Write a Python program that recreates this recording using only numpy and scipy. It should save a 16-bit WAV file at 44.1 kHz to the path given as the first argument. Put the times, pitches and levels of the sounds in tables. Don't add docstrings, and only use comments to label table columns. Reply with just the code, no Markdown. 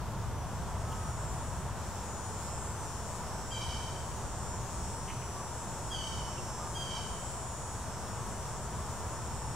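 import sys
import numpy as np
from scipy import signal
from scipy.fft import rfft, irfft, next_fast_len
from scipy.io import wavfile
from scipy.ndimage import map_coordinates

SR = 44100
rng = np.random.default_rng(int(sys.argv[2]) if len(sys.argv) > 2 else 0)


def put_to_file(sound):
    columns = np.atleast_2d(sound).T
    safe = np.clip(columns, -1, 1)
    whole_steps = np.round(safe * 32767)
    wavfile.write(sys.argv[1], SR, whole_steps.astype(np.int16))


N = 421155
T = np.arange(N) / SR


def amp(db):
    return 10 ** (np.asarray(db) / 20)


def unit(x):
    return x / np.sqrt(np.mean(x ** 2) + 1e-20)


def along(points, hz):
    point_hz, value = np.transpose(points)
    return np.interp(np.log(hz + 1), np.log(point_hz + 1), value)


def curves(rows, t=T):
    row_s, *columns = np.transpose(rows)
    return [np.interp(t, row_s, column) for column in columns]


def wobble(rate, size=N):
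    points = rng.standard_normal(int(size * rate / SR) + 4)
    return map_coordinates(points, [np.arange(size) * rate / SR])


def filtered(x, response):
    size = next_fast_len(x.shape[-1] + 8192)
    spectrum = rfft(x, size) * response(np.fft.rfftfreq(size, 1 / SR))
    return irfft(spectrum, size)[..., :x.shape[-1]]


def add(out, s, sound):
    part = out[:, round(s * SR):][:, :sound.shape[1]]
    part += sound[:, :part.shape[1]]


def trunks(x, t60, wet_db, shared):
    t = np.arange(round(1.6 * SR)) / SR
    noise = rng.standard_normal((3, len(t)))
    share = np.clip(shared, 0, 1)
    tail = np.sqrt(share) * noise[2] + np.sqrt(1 - share) * noise[:2]
    tail *= amp(-60 * t / t60) * (1 - np.exp(-t / 0.0045))
    tail *= amp(wet_db) / np.linalg.norm(tail[0])
    tail[:, 0] += 1
    return signal.fftconvolve(x[None], tail, axes=1) / np.sqrt(1 + amp(2 * wet_db))


# pitch_hz [Hz], likeness [1 = same, 0 = unrelated]
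LIKENESS = [(25, .2), (45, .48), (80, .74), (130, .92), (290, .87), (640, .967), (1400, .97), (2400, .7),
            (4000, .4), (7000, 0), (15000, 0)]


def rush(spectrum):
    def shares(hz):
        turn = np.arccos(np.clip(along(LIKENESS, hz), -1, 1)) / 2
        return amp(along(spectrum, hz)) * [np.cos(turn), np.sin(turn)]

    mid, side = filtered(rng.standard_normal((2, N)), shares)
    return unit(np.array([mid + side, mid - side]))


# time_s [s], rumble_db [dB], tyre_roar_db [dB]
ROAD_LEVELS = [(0, -38, -44), (.9, -38, -43), (2.3, -42, -43), (4.5, -39.5, -43.5), (5.3, -42.5, -43.5),
               (6.9, -41, -43), (7.3, -43, -43), (9.55, -39.5, -43.5)]
# pitch_hz [Hz], relative_level_db [dB per Hz]
RUMBLE_COLOUR = [(8.8, -37), (15, -10), (22, -29), (40, -5), (59, 0), (123, -3), (152, -7.5), (182, -11.5),
                 (330, -26), (430, -44), (730, -120)]
ROAR_COLOUR = [(120, -18), (200, -2), (291, -10), (371, -4.5), (523, -6), (652, -4), (778, -4), (822, -5.5),
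               (898, 0.5), (1110, -5), (1210, -7.5), (1370, -8.5), (2200, -21), (2800, -22.5),
               (3640, -23.5), (6160, -120)]
LEAF_COLOUR = [(1500, -18), (2400, -5.5), (3200, -5), (4300, -3.5), (6000, -1), (9000, -7), (11000, -8.5),
               (13000, -10), (15700, -15)]


def background():
    rumble_db, roar_db = curves(ROAD_LEVELS)
    rumble = amp(rumble_db + 0.46 * wobble(4)) * rush(RUMBLE_COLOUR)
    roar = amp(roar_db + .3 * wobble(4)) * rush(ROAR_COLOUR)
    rustle_db = -54.5 + 0.21 * wobble(3.8) + 0.79 * wobble(11)
    rustle = amp(rustle_db) * rush([(300, -120)] + LEAF_COLOUR)
    return (rumble + roar + rustle) * amp([[.3], [-.3]])


# pitch_hz [Hz], relative_level_db [dB]
TYMBAL_RING = [(4400, -20), (5000, -18), (5250, -9), (5480, -1), (5700, -6.5), (6300, -6), (6800, -3),
               (7300, -1), (7900, 3), (8300, -5.5), (9200, -5), (9600, -9), (10100, -18.5), (11500, -24)]


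def buzz(rate, jitter, even_db):
    phase = 2 * np.pi * (np.cumsum(rate) / SR + jitter * wobble(170))
    even = amp(even_db)
    tone = [0, 0]
    for k in range(26, 66):
        tone[k % 2] = tone[k % 2] + amp(along(TYMBAL_RING, k * rate.mean())) * np.cos(k * phase)
    return unit((even * tone[0] + tone[1]) / np.sqrt(1 + even ** 2))


# time_s [s], click_rate_hz [clicks per s]
NEAR_CLICKS = [(0, 170.9), (.95, 172.05), (1.45, 172.42), (1.7, 172.4), (1.74, 168.4), (1.95, 169.2),
               (2.4, 169.75), (3.4, 170.42), (6.4, 171.95), (7.2, 172.12), (7.7, 172.08), (8.15, 171.78),
               (8.45, 171.22), (9.1, 169.4), (9.25, 169.8)]
# time_s [s], level_db [dB]
NEAR_EFFORT = [(0, -57.5), (.42, -55), (.9, -49.5), (1.5, -49.5), (1.7, -55), (1.8, -49.5), (2.34, -47.5),
               (3.6, -48.5), (5.8, -48), (6.1, -46.5), (6.8, -46.5), (7.9, -48), (9.55, -50.5)]
# time_s [s], even_db [dB]
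NEAR_EVEN = [(0, -6), (1.15, -7), (1.5, 0), (2.2, -3), (5, 3), (6.6, 3), (9.55, -3)]
# time_s [s], click_rate_hz [clicks per s]
FAR_CLICKS = [(0, 172.6), (7.8, 172.9), (9, 173.27), (9.55, 173.4)]
# time_s [s], level_db [dB]
FAR_LEVELS = [(7.4, -85), (8.2, -60), (9, -56.5), (9.55, -50)]
# pitch_hz [Hz], left_over_right_db [dB]
EAR_LEVEL = [(5800, -1), (6400, 1), (7200, 10), (7700, 0), (8600, 3), (10500, -3)]
# pitch_hz [Hz], lag_rad [radians]
EAR_LAG = [(5500, 0), (6500, 1), (7400, 2), (7800, 3), (8800, 3), (9500, 5.5), (10500, 8)]
STEADY_JITTER, BREAK_JITTER = .0008, .009
BREAK_S, FALTER_S, RECOVER_S = 1.8, .6, .15


def cicadas():
    jitter = np.interp(T - BREAK_S, [-FALTER_S, 0, RECOVER_S],
                       [STEADY_JITTER, BREAK_JITTER, STEADY_JITTER])
    near_rate = curves(NEAR_CLICKS)[0] + 0.031 * wobble(5)
    near = amp(curves(NEAR_EFFORT)[0]) * buzz(near_rate, jitter, curves(NEAR_EVEN)[0])
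    far = amp(curves(FAR_LEVELS)[0]) * buzz(curves(FAR_CLICKS)[0], .001, 0)
    heard = trunks(near, t60=1.1, wet_db=4.5, shared=.2)
    heard = heard + trunks(far, t60=.6, wet_db=8, shared=.25)
    ear = np.array([[.5], [-.5]])

    def between_ears(hz):
        return amp(ear * along(EAR_LEVEL, hz)) * np.exp(-1j * ear * along(EAR_LAG, hz))

    return filtered(heard[:, :N], between_ears)


# start_s [s], length_s [s], start_pitch_hz [Hz], end_pitch_hz [Hz], peak_level_db [dB]
FAR_TONES = [(.84, .32, 1285, 1262, -46), (5.33, .09, 1150, 1150, -46), (6.59, .12, 1235, 1195, -46),
             (6.37, .04, 2740, 2750, -52), (6.28, .25, 360, 360, -51)]


def whistles():
    out = np.zeros((2, N))
    for s, length, start_hz, end_hz, db in FAR_TONES:
        u = np.linspace(0, 1, round(length * SR))
        hz = start_hz + (end_hz - start_hz) * u
        tone = np.sin(2 * np.pi * np.cumsum(hz) / SR) * np.sin(np.pi * u) ** .5
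        add(out, s, trunks(amp(db) * tone, t60=0.9, wet_db=-12, shared=0.94))
    return out


# [dB, before the rise and fade]
SHORT_SOUNDS = [(5.082, .038, 2200, 400, -49), (5.078, .035, 2850, 450, -47), (5.215, .022, 2500, 600, -53),
                (.915, .025, 3000, 400, -54), (.892, .01, 12500, 4000, -62), (.912, .02, 12500, 4000, -60),
                (5.776, .008, 14000, 2200, -64)]


def snaps():
    out, t = np.zeros((2, N)), np.arange(SR // 10) / SR
    for s, length, hz, width_hz, db in SHORT_SOUNDS:
        band = filtered(rng.standard_normal(len(t)), lambda f: np.exp(-((f - hz) / width_hz) ** 4))
        burst = amp(db) * unit(band) * np.clip(t / 0.0037, 0, 1) * np.exp(-(t / length) ** 4)
        add(out, s, trunks(burst, t60=.9, wet_db=-1, shared=.5))
    return out


# overtone [multiple of the base pitch], relative_level_db [dB]
THROAT_OVERTONES = [(2, -18), (3, -12), (4, 0), (5, -14), (6, -9), (7, -10), (8, -9), (9, -22)]
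# start_s [s], length_s [s], then base pitches top_hz, settled_hz, last_hz [Hz], level_db [dB],
# hoarse_after_s [s], breaks_after_s [s], second_push_s [s], push_level_db [dB]
CALLS = [(3.497, .515, 801, 773, 780.4, -36.5, .1, .08, 0.2, -41.5),
         (5.894, 0.43, 830, 758, 751, -36.5, .05, .18, .14, -41.5),
         (6.735, .39, 811.5, 795, 748, -37, .12, 0.17, 0.22, -45.5)]
ATTACK_S, RELEASE_S, PUSH_S = 0.0259, .03, 0.022
SCOOP, SETTLE_S = 0.0598, .03
FADE_DB_PER_S, TAIL_DB_PER_S, SUSTAIN_DB = 80, 120, -19
ODD_DB, ODD_DB_PER_S = 2.5, 190
CLEAR_S, CLEAR_ODD_DB = .14, -10
PURE_DB, HOARSE_DB = -1.5, .4
WAVER, FLUTTER_DB = .036, 4.5


def ramp(x):
    return np.clip(x, 0, 1)


def jay():
    out = np.zeros((2, N))
    for s, length, top_hz, settled_hz, last_hz, db, roughens, breaks, push, push_db in CALLS:
        t = np.arange(0, length, 1 / SR)
        after = np.maximum(t - ATTACK_S, 0)
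        rise = ramp(t / ATTACK_S)

        first = amp(db - FADE_DB_PER_S * after) * ramp((push - t) / PUSH_S)
        second = amp(push_db - TAIL_DB_PER_S * np.maximum(t - push, 0))
        second = second * ramp(1 + (t - push) / PUSH_S) ** 2
        effort = (first + second + amp(db + SUSTAIN_DB)) * rise ** 2 * ramp((length - t) / RELEASE_S)

        clearing = 1 - ramp((length - t) / CLEAR_S)
        hoarse = ramp(after / roughens) * (1 - clearing)
        odd_db = ODD_DB + ODD_DB_PER_S * np.minimum(t - breaks, 0) + CLEAR_ODD_DB * clearing
        bright_db = PURE_DB + (HOARSE_DB - PURE_DB) * hoarse

        base_hz = settled_hz + (last_hz - settled_hz) * t / length
        glide = base_hz + (top_hz - base_hz) * np.exp(-after / SETTLE_S) - SCOOP * top_hz * (1 - rise)
        hz = glide * (1 + WAVER * hoarse * np.tanh(wobble(320, size=len(t))))
        phase = 2 * np.pi * np.cumsum(hz) / SR

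        voice = 0
        for k, level in THROAT_OVERTONES:
            k = round(k)
            overtone_db = level + odd_db * (k % 2) + bright_db * max(k - 4, 0)
            voice = voice + amp(overtone_db) * np.sin(k * phase)
        flutter_db = FLUTTER_DB * hoarse * np.minimum(wobble(160.3, size=len(t)), 1)
        voice *= effort * amp(flutter_db)
        heard = trunks(voice, t60=1.0, wet_db=1.5, shared=0.46)
        add(out, s, heard * amp([[-.8], [.8]]))
    return out


def scene():
    return background() + cicadas() + whistles() + snaps() + jay()


TOP_HZ, OFFSET = 15720, -.002


def record(dry):
    return filtered(dry, lambda hz: hz < TOP_HZ) + OFFSET


dry = scene()
out = record(dry)
put_to_file(out)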